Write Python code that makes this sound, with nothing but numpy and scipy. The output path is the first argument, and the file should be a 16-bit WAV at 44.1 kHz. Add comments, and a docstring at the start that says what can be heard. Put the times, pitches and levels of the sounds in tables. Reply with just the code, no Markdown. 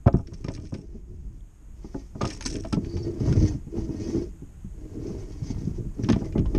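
"""Over a low wind rumble and faint hiss, gear and a paddle at once knock the hull of a canoe on a still pond.
An angler is sorting tackle: rod and reel clatter in metallic clicks, then the rod is dragged in several strokes.
Blows excite decaying modes of hull, shaft and metal; streams of tiny friction slips, filtered through
resonances, make the strokes hiss, rasp, groan and judder. Squeaks and low drones ring single resonances.
Shaped noise makes the wind gusts and hiss. Everything is close and dry, as at a microphone fixed to the boat."""
import sys
import numpy as np
from scipy import signal
from scipy.fft import rfft, irfft
from scipy.io import wavfile
from scipy.ndimage import uniform_filter1d, map_coordinates

SR = 44100
rng = np.random.default_rng(int(sys.argv[2]) if len(sys.argv) > 2 else 0)


def to_wav(s):
    """Save 16-bit WAV."""
    ch = np.atleast_2d(s).T  # columns
    pcm = np.round(np.clip(ch, -1, 1) * 32767)  # PCM
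    wavfile.write(sys.argv[1], SR, pcm.astype(np.int16))


N = 290178
TIME = np.arange(N) / SR
RING_TIME = TIME[:SR // 2]  # the half second given to each blow


def undb(db):
    """Decibels to gain."""
    return 10 ** (np.asarray(db) / 20)


def unit(x):
    """Scale to rms 1."""
    return x / np.sqrt(np.mean(x ** 2))


def colour(x, points, skirt_db=18):
    """Minimum-phase filter through (Hz, dB) points, falling by skirt_db an octave above the last."""
    hz, db = np.transpose(points)
    size = 8192
    grid = np.maximum(np.fft.rfftfreq(size, 1 / SR), 1)
    shape_db = np.interp(np.log(grid), np.log(hz), db)
    shape_db = shape_db - skirt_db * np.maximum(np.log2(grid / hz[-1]), 0)
    # folding the cepstrum forward in time keeps the filter from ringing before the sound
    cepstrum = irfft(np.log(undb(shape_db)))
    cepstrum[1:size // 2] *= 2
    cepstrum[size // 2 + 1:] = 0
    impulse = irfft(np.exp(rfft(cepstrum)))
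    return signal.fftconvolve(x, impulse)[:len(x)]


def band(x, edges, kind):
    """Low-, band- or high-pass."""
    return signal.sosfilt(signal.butter(2, edges, kind, fs=SR, output="sos"), x)


def add(out, s, sound):
    """Mix a sound in at time s."""
    i = max(int(s * SR), 0)
    out[i:i + len(sound)] += sound[:N - i]


def decay(t60):
    """Exponential fade by 60 dB in t60 seconds."""
    return np.exp(-np.log(1000) * RING_TIME / t60)


def ring(modes, stretch=1, scatter_db=3, stray=0.0091):
    """Decaying modes; each point of contact gives them other strengths, signs and slight detunings."""
    hz, db, t60 = np.transpose(modes)[:, :, None]
    size, detune, side = rng.standard_normal((len(modes), 3)).T[:, :, None]
    gain = np.sign(side) * undb(db + scatter_db * size)
    tone = np.sin(2 * np.pi * hz * (1 + stray * detune) * RING_TIME)
    return np.sum(gain * decay(t60 * stretch) * tone, axis=0)


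def burst(points, t60, tail_db, tail_t60):
    """Dense modes as coloured noise: a quick crack and a weaker, longer tail."""
    fade = decay(t60) + undb(tail_db) * decay(tail_t60)
    return unit(colour(fade * rng.standard_normal(len(RING_TIME)), points))


def contact(rise_s):
    """The force of a blow builds up while the two surfaces press together."""
    return 1 - np.exp(-(RING_TIME / rise_s) ** 2)


def strength(x, db, size):
    """Set the rms level of the first size samples of a blow."""
    return x * undb(db) / np.sqrt(np.mean(x[:size] ** 2))


def walk(rate):
    """Random levels held 1 / rate s and smoothed twice; spread near 1."""
    k = int(SR / rate)
    held = rng.standard_normal(N)[np.arange(N) // k]
    return np.sqrt(2) * uniform_filter1d(uniform_filter1d(held, k), k)


def slips(rate, spread_db):
    """Tiny impacts at random times, rate a second on average, of very uneven size."""
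    size = undb(spread_db * np.clip(rng.standard_normal(N), -2, 2)) * rng.choice([-1, 1], N)
    return unit(size * (rng.random(N) < rate / SR))


def resonate(x, hz, width_hz):
    """A resonance whose centre glides: shift it to zero, smooth, and shift it back."""
    turn = np.exp(2j * np.pi * np.cumsum(hz) / SR)
    pole = np.exp(-np.pi * width_hz / SR)
    return np.real(turn * signal.lfilter([1 - pole], [1, -pole], x / turn))


def gesture(start, end, db, swell_db, attack_s, release_s):
    """Gain of one hand movement: it sets in, swells or fades evenly, and dies away (20 dB per time given)."""
    progress = np.clip((TIME - start) / (end - start), 0, 1)
    outside = np.maximum(start - TIME, 0) / attack_s + np.maximum(TIME - end, 0) / release_s
    return undb(db + swell_db * (progress - .5) - 20 * outside)


WIND_DB = -40.5  # rumble between gusts
# gusts and lulls on the microphone: centre_s, half_length_s, change_db
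GUSTS = [(0.05, 0.014, -9), (1.244, 0.065, 4.5), (1.553, 0.12, -9.5), (2.64, 0.28, 5.5), (3.389, 0.15, 15),
         (3.825, 0.046, 11), (5.71, 0.3, 6), (6.15, 0.036, 8), (6.53, 0.2, 15)]
# spectrum of the wind rumble: freq_hz, relative_level_db
WIND_COLOUR = [(12, 2), (25, 6), (38, 12), (60, 7.5), (100, -2), (200, -9), (500, -46)]
# course of the steady hiss: time_s, level_db
HISS_LEVEL = [(0, -66.5), (.8, -72.5), (1.6, -66), (2.8, -64), (6.58, -62)]
# spectrum of the hiss: freq_hz, relative_level_db
HISS_COLOUR = [(300, 2), (900, -1.5), (1800, -7), (2900, -10.5), (4200, -18.5), (5700, -15.5),
               (6200, -10.5), (6550, -1.5), (7300, -8), (9300, -12), (10200, -19.5), (13200, -16.5),
               (14000, -60.5)]


def air():
    """Eddies buffet the microphone, harder in each gust, over a smooth hiss."""
    wind_db = WIND_DB + sum(db * np.exp(-((TIME - s) / half_s) ** 2) for s, half_s, db in GUSTS)
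    rumble = unit(colour(rng.standard_normal(N), WIND_COLOUR)) * undb(0.36 * walk(rate=7.0))
    hiss = unit(colour(rng.standard_normal(N), HISS_COLOUR))
    hiss_db = np.interp(TIME, *np.transpose(HISS_LEVEL))
    return undb(wind_db) * rumble + undb(hiss_db) * hiss


def flex(modes, dense, dense_db, stretch, rise_s):
    """One part of the hull struck: its clear modes over many quickly damped ones."""
    clear = unit(ring(modes, stretch, scatter_db=4.5))
    crack = burst(dense, t60=0.091 * stretch, tail_db=-47.0, tail_t60=0.98)
    return unit(contact(rise_s) * (clear + undb(dense_db) * crack))


SHOVE_HZ, SHOVE_T60_S = 122.2, 0.04


def shove():
    """The bottom gives under the weight and springs back: a dull thud of barely two swings."""
    swing = np.sin(2 * np.pi * SHOVE_HZ * RING_TIME) * decay(SHOVE_T60_S)
    return unit(contact(rise_s=0.0025) * swing)


SHOVE_DB = -1.5  # the bottom's first give, against its ringing
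RING_SHARE = 0.97  # decay time of the loaded hull, as a factor on its modes
PANEL_NOTE_DB, PANEL_T60_S = -0.5, 0.074  # struck panel's note against the clack; decay before stretching
CLACK_REACH = 2.94  # a clack's overtones fade above this multiple of the panel's note
GRAZE_DB = -5.5  # the first touch, against the clack
# blows on the hull: start_s, clack_db, thump_db, hollow_body_db, panel_pitch_hz
KNOCKS = [(0.064, -25, -11.5, -18.5, 660), (0.076, -27.5, -27, -25.5, 586), (0.118, -63, -37, -47, 540),
          (0.14, -38.5, -15.5, -23, 678), (0.165, -50, -40, -45, 634), (0.179, -52, -33, -47, 637),
          (0.193, -48.5, -48, -40, 686), (0.322, -56, -37.5, -48.5, 530), (0.446, -48, -34.5, -38.5, 1226),
          (0.482, -41, -30.5, -34.5, 587), (0.5, -45, -53, -52, 633), (0.578, -56, -56, -61, 1210),
          (0.724, -45, -30, -34, 553), (0.746, -48.5, -50, -37, 530), (0.788, -62, -38, -43.5, 537),
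          (0.944, -68, -56, -40.5, 640), (1.844, -53, -42.5, -39.5, 814), (1.946, -41.5, -38, -31, 536),
          (2.153, -46.5, -35.5, -38.5, 623), (2.212, -27, -49.5, -29.5, 1218),
          (2.229, -44, -28.5, -30, 930), (2.245, -32, -33, -34.5, 1243), (2.409, -46.5, -64, -61, 910),
          (2.457, -41, -61, -31.5, 997), (2.65, -35, -44, -38, 645), (2.728, -34.5, -26, -24, 1326),
          (2.768, -43, -20.5, -26, 626), (2.97, -49, -41, -46, 866), (3.204, -51, -30, -29, 527),
          (3.277, -42, -20.5, -27, 630), (3.309, -56, -19, -33, 570), (3.326, -45.5, -35, -37, 1430),
          (3.371, -61, -20.5, -41, 590), (3.425, -47, -25.5, -28.5, 556), (3.55, -60, -35, -46, 600),
          (3.667, -63, -37.5, -40.5, 800), (3.751, -61, -42, -37.5, 605), (3.777, -46.5, -33, -29.5, 770),
          (3.891, -52.5, -34.5, -33, 920), (4.082, -53, -40, -30, 620), (4.147, -50, -51, -28, 620),
          (4.176, -52, -49, -27, 630), (4.27, -74, -40, -55, 595), (4.42, -63, -41, -42, 546),
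          (4.646, -80, -35.5, -55, 550), (5.1, -57, -33, -40, 596), (5.419, -59, -29, -67, 560),
          (5.502, -49, -28.5, -31, 890), (5.671, -73, -26, -33, 557), (5.86, -68, -32, -52, 560),
          (5.995, -53, -34, -35.5, 524), (6.036, -61, -23.5, -36.5, 600), (6.088, -34, -24.5, -19, 1100),
          (6.099, -37, -24.5, -21, 610), (6.131, -40.5, -22.5, -50, 1170), (6.161, -38, -25, -26.5, 660),
          (6.217, -44.5, -30.5, -32, 820), (6.253, -51, -38, -40, 650), (6.356, -36.5, -28, -23.5, 577),
          (6.378, -41, -23, -29.5, 590), (6.397, -44, -19.5, -29, 553), (6.456, -46, -33, -52, 1046),
          (6.516, -58, -50, -37, 553), (6.547, -39.5, -35, -27, 635)]
# clear modes of the hull with its load, before stretching: pitch_hz, relative_level_db, t60_s
HULL = [(90.6, -13, 0.06), (94.8, 5, 0.16), (139, 2.5, 0.11), (185.2, 7.5, 0.13), (219, 6, 0.13),
        (275.2, 1, 0.17), (327.3, 1.5, 0.078), (381.3, -6.5, 0.14), (415, -19.5, 0.2), (540, -11, 0.16),
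        (666, -8.5, 0.083), (663, -10, 0.13), (841, -9.5, 0.12), (962, -9.5, 0.054), (1227, -20, 0.12),
        (1470, -8, 0.014)]
# dense modes of the hull's bottom, sides and panels, each: freq_hz, relative_level_db
BOTTOM_COLOUR = [(25, -18), (55, -1.5), (120, 5.5), (185, 0), (260, -18), (700, -61.5)]
SIDE_COLOUR = [(120, -41.5), (220, 4.5), (350, 7), (450, -4.5), (700, -37.5), (2000, -78.5)]
PANEL_COLOUR = [(330, -18.5), (540, -0.5), (900, -6.5), (1300, -10), (1700, -27), (2400, -22.5),
                (5000, -40), (10000, -108)]


def knocks():
    """Heavy, soft blows flex the bottom and sides; hard ones make the struck panel clack at its own note."""
    out = np.zeros(N)
    hull = np.array(HULL)
    bottom, sides, panels = np.split(hull, np.searchsorted(hull[:, 0], [198, 490]))  # split in Hz
    for s, clack_db, thump_db, body_db, panel_hz in KNOCKS:
        # a heavy thing stays on the hull after the blow and damps it
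        stretch = RING_SHARE * np.interp(clack_db, [-31, -24], [1.1, .6])
        stretch = stretch * np.interp(thump_db, [-21, -15], [1, .65])
        thump = flex(bottom, BOTTOM_COLOUR, dense_db=1.5, stretch=1.24 * stretch, rise_s=0.0021)
        thump = thump + undb(SHOVE_DB) * shove()
        body = flex(sides, SIDE_COLOUR, dense_db=-4.0, stretch=stretch, rise_s=0.0024)
        clack = flex(panels, PANEL_COLOUR, dense_db=-5, stretch=1.03 * stretch, rise_s=0.00018)
        clack = clack + undb(PANEL_NOTE_DB) * unit(ring([(panel_hz, 0, PANEL_T60_S)], stretch))
        clack = band(clack, CLACK_REACH * panel_hz, "low")
        add(out, s, strength(thump, thump_db, size=1100))
        add(out, s, strength(body, body_db, size=1100))
        add(out, s, strength(clack, clack_db, size=500))
        # an edge grazes the panel just before the full weight lands
        graze = contact(rise_s=0.0012) * burst(PANEL_COLOUR, t60=0.033, tail_db=-35.0, tail_t60=.1)
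        graze = band(graze, CLACK_REACH * panel_hz, "low")
        add(out, s - .004, strength(graze, clack_db + GRAZE_DB, size=300))
    return out


# reel and rod guides striking the boat: start_s, bright_ring_db, lower_rattle_db
CLICKS = [(0.0698, -50, -48), (0.074, -54, -53), (0.127, -56, -65), (0.271, -51, -58), (0.334, -53.5, -64),
          (0.34, -50.5, -59.5), (0.4427, -47, -50.5), (0.463, -56, -64), (0.4828, -44, -45),
          (0.537, -49.5, -62), (0.549, -45.5, -55.5), (0.562, -56, -59), (0.574, -63, -57),
          (0.598, -60, -65), (0.652, -56.5, -61.5), (0.67, -56, -64), (0.7398, -47.5, -51.5),
          (0.747, -53, -54), (2.213, -38, -41.5), (2.218, -41.5, -43), (2.234, -50, -50),
          (2.2515, -36.5, -39.5), (2.274, -39, -59), (2.288, -52, -52), (2.302, -37, -42.5),
          (2.307, -45, -47.5), (2.347, -47, -63), (2.363, -54, -60), (2.408, -38.5, -43),
          (2.423, -40, -45.5), (2.452, -34.5, -52), (2.459, -28, -38), (2.463, -31, -40), (2.488, -51, -68),
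          (2.499, -42, -51), (2.511, -46, -64), (2.526, -44, -57), (2.554, -42, -44.5), (2.584, -54, -60),
          (2.597, -57, -61), (2.636, -52, -56), (2.649, -54, -51.5), (2.672, -57, -65), (2.7, -62, -71),
          (2.726, -35.5, -40.5), (2.73, -47, -41.5), (2.743, -44, -51), (2.845, -62, -54),
          (2.967, -50.5, -52), (3.3251, -42.5, -45.5), (6.035, -52, -51.5), (6.043, -55, -49),
          (6.0874, -36.5, -36.5), (6.099, -35.5, -36), (6.1217, -40, -47), (6.128, -60, -39),
          (6.14, -59, -51), (6.16, -53, -55), (6.188, -67, -61), (6.2446, -56, -61), (6.255, -56, -63),
          (6.323, -58, -55), (6.3786, -54, -48), (6.391, -54, -54), (6.458, -61, -55.5),
          (6.548, -48, -45.5), (6.56, -51, -53)]
# nominal modes of rod, guides and reel: pitch_hz, relative_level_db, t60_s
REEL = [(1528, -11, 0.14), (1780, -3.5, 0.088), (2264, -5, 0.07), (2380, 0.5, 0.07), (2806, -8, 0.081),
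        (3305, -5, 0.05), (4060, -4, 0.03), (4370, -7, 0.04), (5020, 9.5, 0.036), (5350, 1, 0.04),
        (5540, 10, 0.027), (5500, 11.5, 0.034), (5990, 0, 0.045), (6110, 6, .05), (6350, 5, 0.022),
        (6560, 7, 0.034), (7920, -5.5, 0.045), (9700, -11, 0.024), (10280, -13, 0.043)]
# dense upper modes of reel and loose tackle: freq_hz, relative_level_db
REEL_COLOUR = [(600, 4), (1400, 16), (2500, 16.5), (3800, 18), (5500, 20), (6500, -1), (7400, 2.5),
               (9000, -5), (10700, -10), (12000, -22), (14000, -77)]


def clicks():
    """The reel and rod guides strike the boat: a crack and a short metallic ring."""
    out = np.zeros(N)
    for s, bright_db, rattle_db in CLICKS:
        metal = unit(ring(REEL, scatter_db=5, stray=.008))
        blow = undb(-2) * metal + burst(REEL_COLOUR, t60=0.028, tail_db=-13, tail_t60=0.12)
        blow = blow * contact(rise_s=0.00082)
        bright = strength(band(blow, 5600, "high"), bright_db, size=260)
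        rattle = strength(band(blow, [1300, 3300], "band"), rattle_db, size=700)
        add(out, s, bright + rattle)
    return out


# the paddle dropping on the hull: start_s, level_db
PADDLE_HITS = [(0.0765, -23), (0.0825, -24.5), (0.149, -36.5), (2.253, -35), (6.1, -30)]
# nominal modes of the paddle shaft: pitch_hz, relative_level_db, t60_s
PADDLE = [(538, -3.5, 0.061), (684, -1, 0.055), (960, -3, 0.017), (1240, -6.5, 0.028), (1520, -21.5, 0.037),
          (1800, -19, 0.029), (2300, -26, 0.025)]


def paddle():
    """The paddle lands hard and its shaft rings briefly, like a wooden bar."""
    out = np.zeros(N)
    for s, db in PADDLE_HITS:
        shaft = ring(PADDLE, scatter_db=1, stray=.002)
        add(out, s, strength(shaft, db, size=500))
    return out


RATTLE_ATTACK_S, RATTLE_RELEASE_S = 0.018, 0.02  # time to rise or fall by 20 dB
# bouts of shaken tackle: start_s, end_s, mid_level_db, swell_from_start_to_end_db
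RATTLES = [(0.165, 0.227, -66.5, -7), (0.31, 0.425, -67.5, 2.5), (0.497, 0.558, -57, 16),
           (0.606, 0.825, -65.5, 1), (2.24, 2.372, -51.5, -5), (2.456, 2.576, -44, -13),
           (2.58, 2.723, -58.5, -6)]


def shaking():
    """How hard the tackle is shaken, as a gain."""
    return sum(gesture(*bout, RATTLE_ATTACK_S, RATTLE_RELEASE_S) for bout in RATTLES)


SCRAPE_DB = -4  # scrape against chatter
# dense modes of the small tackle: freq_hz, relative_level_db
TACKLE_COLOUR = [(700, -5), (1400, -28), (2600, 3), (4200, -18), (5000, -7), (5450, 9), (5950, -2),
                 (6500, 0), (7300, -4), (8200, 1), (9000, -6), (10300, -21), (11300, -23), (13000, -39)]


def loose_tackle(count=8):
    """Many small metal parts chatter and scrape while the rod is moved; each rings at its own pitches."""
    chatter = 0
    for pitch in np.geomspace(.99, 1.01, count):
        modes = np.array(REEL) * [pitch, 1, 1]
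        part = undb(-1) * unit(ring(modes, stretch=0.7, scatter_db=6, stray=.003))
        part = part + burst(TACKLE_COLOUR, t60=0.0086, tail_db=-34, tail_t60=0.063)
        taps = slips(rate=16, spread_db=4.5)
        chatter = chatter + signal.oaconvolve(taps, part * contact(rise_s=0.00047))[:N]
    scrape = colour(slips(rate=6000, spread_db=3), TACKLE_COLOUR) * undb(4.5 * walk(rate=130))
    return shaking() * unit(unit(chatter) + undb(SCRAPE_DB) * unit(scrape))


STROKE_ATTACK_S, STROKE_RELEASE_S = 0.087, 0.084  # time to rise or fall by 20 dB
REST_GROAN_DB, REST_JUDDER_DB = -63.5, -62  # the boat is never quite still between strokes
# gear dragged over the hull: start_s, end_s, hiss_db, groan_db, judder_db, swell_from_start_to_end_db
STROKES = [(0.3, 0.65, -68.5, -52.5, -45.5, 3), (0.761, 0.996, -73.5, -54, -69, -1),
           (1.104, 1.37, -79, -64.5, -48, -2), (1.807, 2.04, -64.5, -66, -81, 4.5),
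           (2.268, 2.391, -53.5, -41.5, -44, -14.5), (2.518, 2.579, -63, -32.5, -36, 0.5),
           (2.837, 3.067, -58, -41.5, -35.5, 1.5), (3.087, 3.114, -67, -34, -43, -2),
           (3.204, 3.262, -57, -34.5, -33.5, -0.5), (3.281, 3.483, -49, -33.5, -28.5, 1),
           (3.542, 3.553, -68, -40.5, -31.5, -6), (3.772, 3.847, -58, -35, -40, 0),
           (3.934, 4.057, -60.5, -39, -41.5, -4), (4.075, 4.222, -55.5, -33, -35.5, -0.5),
           (4.785, 5.132, -67, -39.5, -41.5, 13.5), (5.184, 5.513, -59.5, -43, -40.5, 2.5),
           (5.584, 5.704, -58.5, -43, -31, -5), (5.766, 5.876, -69, -47.5, -38, -7),
           (5.994, 6.27, -64, -39, -40.5, 0.5), (6.367, 6.597, -70.5, -38.5, -36, 3.5)]


def strokes():
    """Gains of hiss, groan and judder: in each stroke all three share one shape."""
    out = np.zeros((3, N))
    for start, end, hiss_db, groan_db, judder_db, swell_db in STROKES:
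        shape = gesture(start, end, 0, swell_db, STROKE_ATTACK_S, STROKE_RELEASE_S)
        out += np.outer(undb([hiss_db, groan_db, judder_db]), shape)
    hiss, groan, judder = out
    return hiss, groan + undb(REST_GROAN_DB), judder + undb(REST_JUDDER_DB)


ROD_T60_S = 0.14
ROD_WANDER = 0.003  # share by which the rod's modes shift as the grip moves
# long-ringing modes of the rubbed rod: pitch_hz, relative_level_db
ROD = [(1604, -72), (1863, -67.5), (2062, -70), (2213, -70.5), (2342, -75), (2530, -72.5), (2939, -74),
       (3203, -77.5), (3284, -77), (4081, -85), (4360, -73), (4544, -70.5), (4888, -73), (5179, -87),
       (5421, -85), (5922, -74), (6304, -70), (6729, -70.5)]


def through(force, ring_db):
    """Friction heard directly and through the rod's modes, which shift as the grip moves."""
    modes = [(hz, db, ROD_T60_S) for hz, db in ROD]
    ringing = signal.fftconvolve(force, ring(modes, scatter_db=1, stray=.001))[:N]
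    # reading the ringing at a wandering speed bends its pitch
    position = np.cumsum(1 + ROD_WANDER * walk(rate=4))
    ringing = map_coordinates(ringing, [position], mode="mirror")
    return unit(force) + undb(ring_db) * unit(ringing)


GROAN_HZ, GROAN_WANDER, GROAN_WANDER_PER_S = 329.8, 0.035, 7  # centre note, share it strays, rate of straying
RASP_WITH_HISS_DB, RASP_WITH_GROAN_DB = -3, -26.5  # the rasp grows with both
# spectra of judder, groan and rasp, each: freq_hz, relative_level_db
JUDDER_COLOUR = [(40, -48.5), (80, 3), (135, -2), (190, -9.5), (260, -8.5), (500, -71)]
GROAN_COLOUR = [(130, -19.5), (215, 4), (275, -3.5), (335, -10), (410, -0.5), (480, -8), (560, -20),
                (635, -8), (740, -42), (1300, -33.5)]
RASP_COLOUR = [(400, -2.5), (700, -1.5), (950, -3.5), (1600, -16.5), (1900, -17.5), (2300, -18.5),
               (3000, -20.5), (4000, -22.5), (8000, -25)]


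def dragging(hiss_gain, groan_gain, judder_gain):
    """Gear sticks and slips: the hull judders and groans under a dry rasp; the note moves with the contact."""
    force = slips(rate=350, spread_db=4.5) * undb(3.2 * walk(rate=31))
    judder = unit(colour(force, JUDDER_COLOUR))
    note_hz = GROAN_HZ * (1 + GROAN_WANDER * walk(rate=GROAN_WANDER_PER_S))
    note = unit(resonate(force, note_hz, width_hz=12.5))
    groan = unit(unit(colour(force, GROAN_COLOUR)) + undb(4.0) * unit(colour(note, GROAN_COLOUR)))
    grit = slips(rate=2000, spread_db=4.5) * undb(2 * walk(rate=140))
    rasp = unit(colour(through(grit, ring_db=-10), RASP_COLOUR))
    rasp_gain = undb(RASP_WITH_HISS_DB) * hiss_gain + undb(RASP_WITH_GROAN_DB) * groan_gain
    return judder_gain * judder + groan_gain * groan + rasp_gain * rasp


# spectrum of the sliding rod: freq_hz, relative_level_db
SLIDE_COLOUR = [(1200, -13), (1900, -2.5), (2400, -3.5), (3600, -2.5), (4500, -0.5), (5400, 10.5),
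                (6300, 4), (7100, -6.5), (9000, -12.5), (11000, -34), (13000, -51)]


def sliding_rod(hiss_gain):
    """Fine friction makes the rod hiss and sing; it swells with the hand's pressure and flutters as it catches."""
    grit = slips(rate=3500, spread_db=5) * undb(1.5 * walk(rate=22) + 2.6 * walk(rate=80))
    return hiss_gain * unit(colour(through(grit, ring_db=-4), SLIDE_COLOUR))


# brief squeals of the sliding rod: start_s, length_s, pitch_hz, level_db
SQUEAKS = [(1.404, 0.007, 3290, -65), (2.326, 0.019, 5510, -41), (2.593, 0.02, 5700, -49),
           (2.79, 0.36, 4580, -55), (3.018, 0.036, 5460, -53), (6.021, 0.03, 5740, -48),
           (6.228, 0.075, 2060, -59), (6.345, 0.047, 2020, -56)]


def squeaks():
    """For a moment the friction rings one resonance of the rod, roughly."""
    out = np.zeros(N)
    for s, length, hz, db in SQUEAKS:
        size = int(length * SR)
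        friction = rng.standard_normal(size)
        ringing = resonate(friction, np.full(size, hz), width_hz=.02 * hz)
        ringing = unit(band(ringing, [hz / 1.25, hz * 1.13], "band"))
        add(out, s, undb(db) * np.hanning(size) * ringing)
    return out


DRONE_ATTACK_S, DRONE_RELEASE_S = 0.054, 0.019  # time to rise or fall by 20 dB
DRONE_WANDER, DRONE_FLUTTER_DB = 0.012, -0.5  # share by which the note strays; unevenness of its level
# the hull's side singing under even sliding: start_s, end_s, pitch_hz, mid_level_db, swell_from_start_to_end_db
DRONES = [(2.887, 3.144, 341, -39, 7.5), (3.758, 4.0, 333, -45, -10), (4.137, 4.172, 326, -30, 4)]


def drones():
    """Even sliding locks on to one resonance of the hull: a nearly pure, slightly unsteady low tone."""
    out = np.zeros(N)
    for start, end, hz, db, swell_db in DRONES:
        phase = 2 * np.pi * np.cumsum(hz * (1 + DRONE_WANDER * walk(rate=14))) / SR
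        tone = unit(np.sin(phase) * undb(DRONE_FLUTTER_DB * walk(rate=34)))
        out += tone * gesture(start, end, db, swell_db, DRONE_ATTACK_S, DRONE_RELEASE_S)
    return out


def scene():
    """Open water gives no echo: all is heard close and dry."""
    hiss, groan, judder = strokes()
    struck = knocks() + clicks() + paddle() + loose_tackle()
    rubbed = dragging(hiss, groan, judder) + sliding_rod(hiss) + squeaks() + drones()
    return (air() + struck + rubbed)[None]


TOP_HZ = 13800


def record(dry):
    """Soft saturation rounds the loudest peaks, then a steep low-pass cuts the top."""
    ceiling = 0.8
    rounded = ceiling * np.tanh(dry / ceiling)
    return signal.sosfilt(signal.ellip(8, .2, 80, TOP_HZ, fs=SR, output="sos"), rounded)


dry = scene()
out = record(dry)
to_wav(out)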